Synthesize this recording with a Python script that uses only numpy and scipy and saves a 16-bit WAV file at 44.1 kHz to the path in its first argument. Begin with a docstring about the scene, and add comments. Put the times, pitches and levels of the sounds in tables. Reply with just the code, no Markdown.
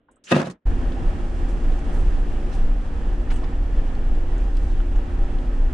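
"""Inside the cabin of an off-road vehicle. It stands with a faint noise murmur and a few ticks; from 0.3 s
something heavy slams against the body: blows ring decaying panel modes, with noise cracks and clatter, and one
blow clicks sharply. From 0.65 s it crawls along a dirt trail: the shell booms in two wavering sines, engine and
tyres rumble in filtered noise, the driveline hums in unsteady sines, and brush rustles in noise. Twigs and
loose fittings tick throughout, as short noise bursts through resonances."""
import sys
import numpy as np
from scipy import signal
from scipy.fft import rfft, irfft
from scipy.io import wavfile

SR = 44100
rng = np.random.default_rng(int(sys.argv[2]) if len(sys.argv) > 2 else 0)


def pcm_store(signal):
    """Save signal as 16-bit PCM."""
    levels = np.round(np.clip(np.atleast_2d(signal), -1, 1) * 32767)
    wavfile.write(sys.argv[1], SR, levels.astype(np.int16).T)


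N = 252693

ROLL_S = 0.6524   # rolling sets in, standing murmur and clatter stop
SIDES = np.array([[.5], [-.5]])   # splits a left-right dB difference
# slam blows: start_s, level_db, middle_mode_knock_db, brightness_db
BLOWS = [(.313, -15.5, -2, -9), (0.318, -6, 3.5, -5.5), (0.324, -1, -0.5, -5.5), (0.328, -2.5, -5.5, -18.5),
         (.333, -6.5, -14, -20.5), (0.345, -5, -11, -12), (0.359, -8.5, -7, -13), (0.365, -6.5, 8.5, -17),
         (0.387, -15, 3, -13), (.398, -18.5, 5, -16), (0.417, -20, 4, -17), (0.444, -19.5, 8, -24),
         (0.471, -19, 4.5, -20), (0.499, -23.5, -8, -13.5), (0.509, -27, -7, -15)]
# treble spectrum of crack and clatter: freq_hz, relative_db_per_hz
CLATTER_TREBLE = [(710, -31.5), (1200, -10.5), (1690, -2.5), (1980, -16), (2650, -6), (4900, -15.5),
                  (7140, -19.5), (10100, -27), (14500, -55.5)]
# slam balance: freq_hz, left_minus_right_db
SLAM_LEAN = [(60, 5), (110, 0.5), (200, -1.5), (370, 0), (690, -0.5), (1270, 2), (2330, -1.5), (4290, 1),
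             (7890, -1), (14500, 1)]


def from_db(db):
    """Amplitude ratio of a level in dB."""
    return 10 ** (np.asarray(db) / 20)


def rms_one(x):
    """Scale to rms 1."""
    return x / np.sqrt(np.mean(x ** 2) + 1e-20)


def in_time(rows):
    """Interpolate each column after the first (s) at every sample."""
    s, *columns = np.transpose(rows)
    return [np.interp(np.arange(N) / SR, s, c) for c in columns]


def at_hz(points, hz):
    """Interpolate a table over log frequency."""
    table_hz, values = np.array(points).T
    return np.interp(np.log(hz), np.log(table_hz), values)


def drift(rate_hz):
    """Slow chance: noise at every 40th sample through a double one-pole low-pass; spread 1."""
    r = np.exp(-80 * np.pi * rate_hz / SR)
    noise = rng.standard_normal(N // 40 + 2002)
    slow = signal.lfilter([1], [1, -2 * r, r * r], noise)[2000:]
    return np.interp(np.arange(N) / 40, np.arange(len(slow)), rms_one(slow))


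def ring(clicks, hz, t60_s):
    """Two-pole resonator: a unit click sets off a decaying sine of starting height about 1."""
    r, w = from_db(-60 / (t60_s * SR)), 2 * np.pi * hz / SR
    return signal.lfilter([0, np.sin(w)], [1, -2 * r * np.cos(w), r * r], clicks + 1e-18)


def coloured(spectrum, size, lifts=(), lean=None, likeness=None):
    """Stereo noise of a given spectrum, balance and left-right likeness; rms 1."""
    # default balance: freq_hz, left_minus_right_db
    cabin_lean = [(60, -1), (180, -0.5), (540, 0), (1620, -3), (4840, -0.5), (14500, -1.5)]
    # default likeness, high in the bass: freq_hz, left_right_correlation
    cabin_likeness = [(60, 0.94), (110, 0.99), (200, 0.99), (370, 0.95), (690, 0.85), (1270, -0.064),
                      (2330, 0.59), (4290, 0.44), (7890, -0.13), (14500, -0.43)]
    lean = cabin_lean if lean is None else lean
    likeness = cabin_likeness if likeness is None else likeness

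    hz = np.maximum(np.arange(size // 2 + 1) * SR / size, 1)
    outside = (hz < spectrum[0][0]) | (hz > spectrum[-1][0])
    level_db = at_hz(spectrum, hz) - 60 * outside
    for centre_hz, width_hz, lift_db in lifts:
        level_db = level_db + lift_db / (1 + (2 * (hz - centre_hz) / width_hz) ** 2)
    alike = np.clip(at_hz(likeness, hz), -1, 1)
    mid, side = rfft(rng.standard_normal((2, size)))
    both = np.sqrt(1 + alike) * mid + np.sqrt(1 - alike) * side * [[1], [-1]]
    return rms_one(irfft(both * from_db(level_db + at_hz(lean, hz) * SIDES), size))


def tone(rows, waver_hz, flutter_db):
    """A sine on its pitch and level curves, a little unsteady in both."""
    hz, level_db = in_time(rows)
    phase = 2 * np.pi * np.cumsum(hz + waver_hz * np.tanh(drift(6.81))) / SR
    level_db = level_db + flutter_db * np.clip(drift(2.8), -2, 1.5)
    return np.sqrt(2) * from_db(level_db) * np.sin(phase)


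def rolling():
    """Boom, hums, rumble and rustle set in together over 16 ms."""
    onset = np.clip((np.arange(N) / SR - ROLL_S) / 0.016, 0, 1)
    return onset * (boom() + hums() + rumble_and_rustle())


def boom():
    """Two low modes of the shell, sines that swell with the ground."""
    # swells, before trim_db: start_s, lower_mode_db, upper_mode_db
    swells = [(0.66, -23, -19), (0.94, -27, -35.5), (1.01, -28, -29), (1.07, -16.5, -17.5),
              (1.14, -27.5, -35), (1.34, -25.5, -25.5), (1.45, -44, -19), (1.62, -36, -28),
              (1.68, -16.5, -29), (1.76, -28, -33), (2.04, -21.5, -24), (2.09, -16, -23), (2.19, -32, -26),
              (2.23, -20.5, -19.5), (2.38, -25, -36), (2.55, -25, -23), (2.62, -12, -42),
              (2.66, -11.5, -27), (2.81, -27, -20.5), (2.89, -20.5, -40), (2.96, -26, -29),
              (3.61, -21.5, -21), (3.67, -39, -26), (3.79, -16, -20), (3.82, -22.5, -47),
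              (3.95, -24.5, -24), (4.2, -17, -28), (4.26, -18.5, -37), (4.29, -23, -22), (4.66, -23, -24),
              (4.8, -18.5, -30), (4.85, -32, -24), (4.97, -15.5, -20.5), (5.05, -41, -27.5),
              (5.21, -19, -24.5), (5.25, -15.5, -37), (5.33, -49, -28), (5.36, -33.5, -23.5),
              (5.64, -13.5, -33), (5.73, -26, -34.5)]
    # lower and upper mode: freq_hz
    shell_hz = [21.2, 37.32]
    trim_db = -0.5   # the rumble carries the rest of the boom
    out = 0
    for column, hz in enumerate(shell_hz, start=1):
        rows = [(row[0], hz, row[column] + trim_db) for row in swells]
        out = out + tone(rows, waver_hz=6.0, flutter_db=1.55)
    return out


def rumble_and_rustle():
    """Engine and tyre noise lifted by cabin resonances, and brush noise, lumpy from shared bumps."""
    # levels, rumble before rumble_gain_db: start_s, rumble_db, rustle_db
    roll = [(.66, -41, -58), (1.0, -41, -57.5), (1.6, -41, -56.5), (2.6, -41, -57.5), (2.85, -44.5, -60.5),
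            (3.4, -42.5, -59.5), (4.3, -43.5, -60.5), (4.65, -44, -57.5), (5.0, -43.5, -60.5),
            (5.73, -43, -59.5)]
    # freq_hz, relative_db_per_hz
    rumble_colour = [(11, -12), (20, -2), (30, -1.5), (42, -5.5), (56, -8), (67, -15), (80, -15.5),
                     (100, -22), (150, -22.5), (192, -24), (270, -26), (313, -29.5), (351, -30),
                     (394, -31.5), (442, -29), (788, -38.5), (884, -38), (1810, -42.5), (5000, -64),
                     (6500, -100), (11000, -120)]
    # freq_hz, relative_db_per_hz
    rustle_colour = [(1470, -27), (2500, -5.5), (2790, -3), (3770, -11.5), (5370, -9), (8730, -11.5),
                     (10400, -20.5), (13700, -42), (14500, -46.5)]
    # cabin resonances: centre_hz, width_hz, lift_db
    cabin = [(79, 19, 4.5), (779.6, 95, 7.5), (1286, 11, 8), (1770, 190, 2), (2110, 250, -3),
             (2420, 23, 2.5), (3310, 370, 3.5), (2800, 180, 2.5)]
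    rumble_gain_db = 18
    rumble_db, rustle_db = in_time(roll)
    bumps = drift(4.6)
    rumble_db = rumble_db + rumble_gain_db + 0.88 * bumps
    rustle_db = rustle_db + .5 * bumps + 0.68 * drift(25)
    rumble = from_db(rumble_db) * coloured(rumble_colour, N, cabin)
    rustle = from_db(rustle_db) * coloured(rustle_colour, N)
    return rumble + rustle


def hums():
    """Sines: a driveline hum that glides in pitch, and steadier hums that fade on either side of a spell."""
    # driveline hum: start_s, pitch_hz, level_db
    driveline = [(.66, 253, -41), (1.03, 252.4, -38.5), (1.15, 240, -49), (1.45, 248, -40),
                 (1.65, 236.1, -43), (1.95, 239, -40.5), (2.1, 228, -55), (2.6, 225.4, -44),
                 (3.0, 236, -53), (3.2, 243, -43), (3.45, 246.5, -44.5), (4.1, 248.8, -46), (4.5, 265, -52),
                 (4.75, 262.8, -54), (5.0, 257.3, -46), (5.25, 251.7, -43), (5.73, 247.2, -42)]
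    # steadier hums: start_s, end_s, first_pitch_hz, last_pitch_hz, level_db, waver_hz, flutter_db
    spells = [(.66, 5.67, 288.5, 286, -44.5, 0.38, 0), (0.66, 2.47, 352.5, 353.5, -45.5, 0.5, 1.5),
              (3.09, 5.73, 353.5, 348, -47, 1.19, 2), (0.71, 1.45, 337, 340, -46.5, 1.6, 0.5),
              (2.11, 3.2, 65, 54, -38, 2, -2), (0.59, 0.86, 85, 84, -38, 1.7, 0),
              (4.0, 5.1, 64, 78, -39, 1.8, 2)]
    fade_db_per_s = 98.5
    out = tone(driveline, waver_hz=1.29, flutter_db=1.2)
    for start_s, end_s, first_hz, last_hz, level_db, waver_hz, flutter_db in spells:
        faint_db = level_db - fade_db_per_s
        rows = [(start_s - 1, first_hz, faint_db), (start_s, first_hz, level_db),
                (end_s, last_hz, level_db), (end_s + 1, last_hz, faint_db)]
        out = out + tone(rows, waver_hz, flutter_db)
    return out


def slam():
    """Struck panel, cracks and clatter, within the first second."""
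    size = SR
    out = panel(size) + cracks(size) + clatter(size)
    return np.pad(out, ((0, 0), (0, N - size)))


def panel(size):
    """Every blow strikes the decaying panel modes with new strengths; bright blows drive the high modes."""
    # panel modes: freq_hz, level_db, t60_s
    modes = [(148.2, -1.5, 0.12), (179.6, -2, 0.1), (194, -14.5, 0.038), (243, 0.5, 0.11),
             (314, -6.5, 0.093), (357, -1.5, 0.069), (447, -14, 0.012), (536, -0.5, 0.048),
             (630, -10, 0.038), (1008, -16, 0.056), (1232, -24.5, 0.12), (1655, -25, 0.075),
             (1900, -20.5, 0.04), (2607, -21.5, 0.059), (2730, -19, 0.012), (3650, -20.5, 0.017)]
    # difference between the sides: freq_hz, side_minus_mid_db
    panel_apart = [(60, -30), (110, -28), (200, -27.5), (370, -17.5), (690, -9), (1270, 1), (2330, -2.5),
                   (4290, -8), (7890, 0), (14500, -2)]
    middle_hz, high_hz = 400, 700   # middle modes lie between
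    bass_cut_hz, contact_cut_hz = 123, 5000
    s, peak_db, knock_db, bright_db = np.transpose(BLOWS)
    at = np.round(s * SR).astype(int)
    out = np.zeros((2, size))
    for hz, mode_db, t60_s in modes:
        clicks = np.zeros((2, size))
        apart = from_db(at_hz(panel_apart, hz)) * rng.choice([-1, 1], len(at)) * [[1], [-1]]
        high = np.clip(np.log2(hz / high_hz), 0, 1)
        level_db = peak_db + mode_db - 13.0 + high * (bright_db + 21.0)
        level_db = level_db + knock_db * (middle_hz < hz < high_hz)
        spread_db = rng.normal(0, 1.13, len(at)) + at_hz(SLAM_LEAN, hz) * SIDES
        # below high_hz every blow pushes the same way
        sign = 1 if hz < high_hz else rng.choice([-1, 1], len(at))
        clicks[:, at] = from_db(level_db + spread_db) * sign * (1 + apart)
        out += ring(clicks, hz, t60_s)
    # a small panel radiates no deep bass
    out = signal.sosfilt(signal.butter(4, bass_cut_hz, "high", fs=SR, output="sos"), out)
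    # padded contact dulls the treble
    return signal.sosfilt(signal.butter(2, contact_cut_hz, fs=SR, output="sos"), out)


def cracks(size):
    """Each blow sets off treble noise that decays exponentially."""
    t60_s = 0.022
    s, peak_db, _, bright_db = np.transpose(BLOWS)
    envelope = np.zeros(size)
    envelope[np.round(s * SR).astype(int)] = from_db(peak_db + bright_db - 33.5)
    envelope = signal.lfilter([1], [1, -from_db(-60 / (t60_s * SR))], envelope)
    return envelope * coloured(CLATTER_TREBLE, size, lean=SLAM_LEAN)


def clatter(size):
    """Grainy body and treble noise that creeps in, leaps at the first blows and dies away."""
    # start_s, body_db, treble_db
    levels = [(.238, -71, -68), (.304, -48, -37.5), (.314, -24, -29), (.32, -11, -24.5), (.328, -21, -28),
              (.345, -23, -36.5), (.362, -22, -31), (.415, -22, -38.5), (.445, -32.5, -48),
              (.46, -38, -44.5), (.472, -36, -49), (.488, -36, -55), (.505, -36.5, -56), (.525, -50, -64.5),
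              (.545, -56.5, -77), (.57, -66.5, -93), (.6, -78.5, -100)]
    # freq_hz, relative_db_per_hz
    body_colour = [(24, -59.5), (40, -27.5), (92, -48), (134, -19), (183, -3), (406, -15.5), (605, -14),
                   (1150, -22.5), (1710, -24.5), (2500, -34.5), (3250, -65), (5500, -120)]
    # freq_hz, left_right_correlation
    slam_likeness = [(60, 1), (200, 1), (370, 0.86), (690, 0.34), (1270, .2), (2330, 0.53), (4290, .4),
                     (7890, 0), (14500, 0.13)]
    body_db, treble_db = [c[:size] for c in in_time(levels)]
    sample = np.arange(size)
    sounding = (sample > levels[0][0] * SR) & (sample < ROLL_S * SR)
    lumps_db, grains_db = 1.4 * drift(40)[:size], 1.4 * drift(250)[:size]
    rattle = from_db(lumps_db + grains_db) * sounding
    body = coloured(body_colour, size, lean=SLAM_LEAN, likeness=slam_likeness)
    treble = coloured(CLATTER_TREBLE, size, lean=SLAM_LEAN, likeness=slam_likeness)
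    return rattle * (from_db(body_db) * body + from_db(treble_db) * treble)


def ticks():
    """Twigs and fittings, and a sharp click at one slam blow: a touch and a scrape of band noise die fast and
    ring in the fittings."""
    # before the fittings ring: start_s, level_db, centre_hz, width_octaves, t60_s
    touches = [(.084, -53, 965, .3, 0.093), (.085, -56, 1560, .15, .05), (.112, -61, 8300, 0.4, 0.075),
               (.158, -63, 8150, .2, 0.057), (.167, -60, 1240, .3, 0.05), (0.239, -46.5, 5500, 1.3, 0.065),
               (0.243, -45, 6500, 0.4, 0.17), (.267, -41, 2500, 0.66, 0.13), (0.417, -33, 3500, 2.3, 0.015),
               (.468, -47, 5500, 1.3, 0.082), (0.499, -43, 4500, 1.7, 0.05),
               (0.509, -45.5, 5500, 1.4, 0.055), (0.92, -46, 3160, 0.61, 0.056),
               (1.296, -56, 4940, 0.96, 0.046), (1.389, -51, 2500, 1.6, .04), (1.48, -51, 7460, 1.2, 0.17),
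               (1.719, -49, 2980, 1.0, .04), (1.788, -53, 7300, .67, .062), (1.915, -48, 7500, 1.7, 0.28),
               (1.96, -52.5, 7590, .6, 0.29), (2.508, -53, 5750, .12, 0.2), (2.51, -46.5, 3400, 1.0, 0.22),
               (2.52, -48.5, 7060, 1.3, 0.25), (3.275, -42, 1480, 0.51, 0.03),
               (3.302, -45.5, 3600, 0.88, 0.088), (3.302, -41, 2300, .9, .06), (3.306, -36, 1400, 1.5, .07),
               (3.314, -38, 1500, 1.4, 0.066), (3.318, -38, 870, 0.41, 0.065),
               (3.321, -48, 3200, 0.89, .07), (3.341, -50, 2800, 0.17, 0.034),
               (3.306, -47, 7600, 0.8, 0.16), (3.328, -51, 8200, .08, .16), (3.358, -47.5, 7500, 0.8, 0.1),
               (3.356, -47, 2980, .2, 0.09), (3.43, -35.5, 800, 1.1, 0.084), (3.44, -48, 1750, .3, .05),
               (3.439, -46, 2800, 1.4, 0.059), (3.468, -50.5, 1850, 0.15, .04),
               (3.951, -45.5, 1990, 1.63, .04), (4.381, -50, 6900, .4, 0.02), (4.552, -54, 4000, .8, .04),
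               (4.568, -51, 4900, 0.12, 0.04), (4.569, -50, 4250, .2, .04), (4.569, -49, 4200, .9, .04),
               (4.568, -51.5, 8100, 0.33, 0.033), (4.571, -50, 2650, 0.19, 0.036),
               (4.586, -58, 4300, .8, .03), (4.7, -56, 4000, .3, 0.067), (4.72, -57, 4500, .8, 0.034),
               (4.778, -55, 3600, .6, .03), (4.802, -48, 3140, .25, .035), (4.802, -41, 1400, .25, 0.05),
               (4.956, -53, 2900, .3, .05), (4.958, -55, 6640, .25, 0.066), (5.386, -48.5, 3520, 0.6, 0.03),
               (5.648, -57, 5000, .6, 0.029)]
    # fitting resonances: freq_hz, width_hz
    fittings = [(800, 140), (1410, 270), (1830, 91), (2500, 120), (2930, 130), (3450, 160), (4250, 140),
                (5000, 85), (6050, 180), (8100, 91)]
    fitting_db, spread_db, treble_cut_hz = -7.0, 1, 10000
    snap = 12   # height of the first touch against the unit noise of the scrape
    size = 8192
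    out, t = np.zeros((2, N + size)), np.arange(size) / SR
    for s, level_db, hz, octaves, t60_s in touches:
        edge = 2 ** (octaves / 2)
        band = signal.butter(2, [hz / edge, hz * edge], "band", fs=SR, output="sos")
        touch = rng.standard_normal((2, size))
        touch[0, 24] += snap
        mid, side = signal.sosfilt(band, touch)
        burst = mid + .6 * side * [[1], [-1]]
        rise_s = 0.00062 + .5 * t60_s ** 2   # long scrapes swell
        shape = from_db(level_db - 60 * t / t60_s) * np.minimum(t / rise_s, 1)
        lean = from_db(rng.normal(0, spread_db) * SIDES)
        at = round(s * SR)
        out[:, at:at + size] += rms_one(burst * shape) * np.sqrt(np.mean(shape ** 2)) * lean
    out = out[:, :N] + 1e-18
    rung = sum(signal.lfilter(*signal.iirpeak(hz, hz / width_hz, SR), out) for hz, width_hz in fittings)
    out = out + from_db(fitting_db) * rung
    # a steep low-pass takes off the highest treble of the ticks
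    return signal.sosfilt(signal.butter(4, treble_cut_hz, fs=SR, output="sos"), out)


def standing():
    """Faint murmur of the cabin at rest: coloured noise on a level curve."""
    # start_s, level_db
    still = [(0, -66), (.08, -68), (.1, -59.5), (.22, -66), (.55, -56), (.6, -82.5), (.65, -73.5)]
    # freq_hz, relative_db_per_hz
    still_colour = [(15, -35.5), (25, -5.5), (158, -15.5), (245, -6.5), (592, -15), (939, -28), (1600, -25),
                    (2220, -34), (3000, -31), (3900, -41), (6600, -120)]
    level_db, = in_time(still)
    return from_db(level_db) * coloured(still_colour, N) * (np.arange(N) < ROLL_S * SR)


def scene():
    """Sum of all sources."""
    return rolling() + slam() + ticks() + standing()


def record(dry):
    """The loudest peaks are rounded; the top is cut."""
    ceiling, cutoff_hz = .9, 15100
    rounded = dry / (1 + (np.abs(dry) / ceiling) ** 4) ** .25
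    return signal.sosfilt(signal.cheby2(12, 70, cutoff_hz, fs=SR, output="sos"), rounded)


dry = scene()
out = record(dry)
pcm_store(out)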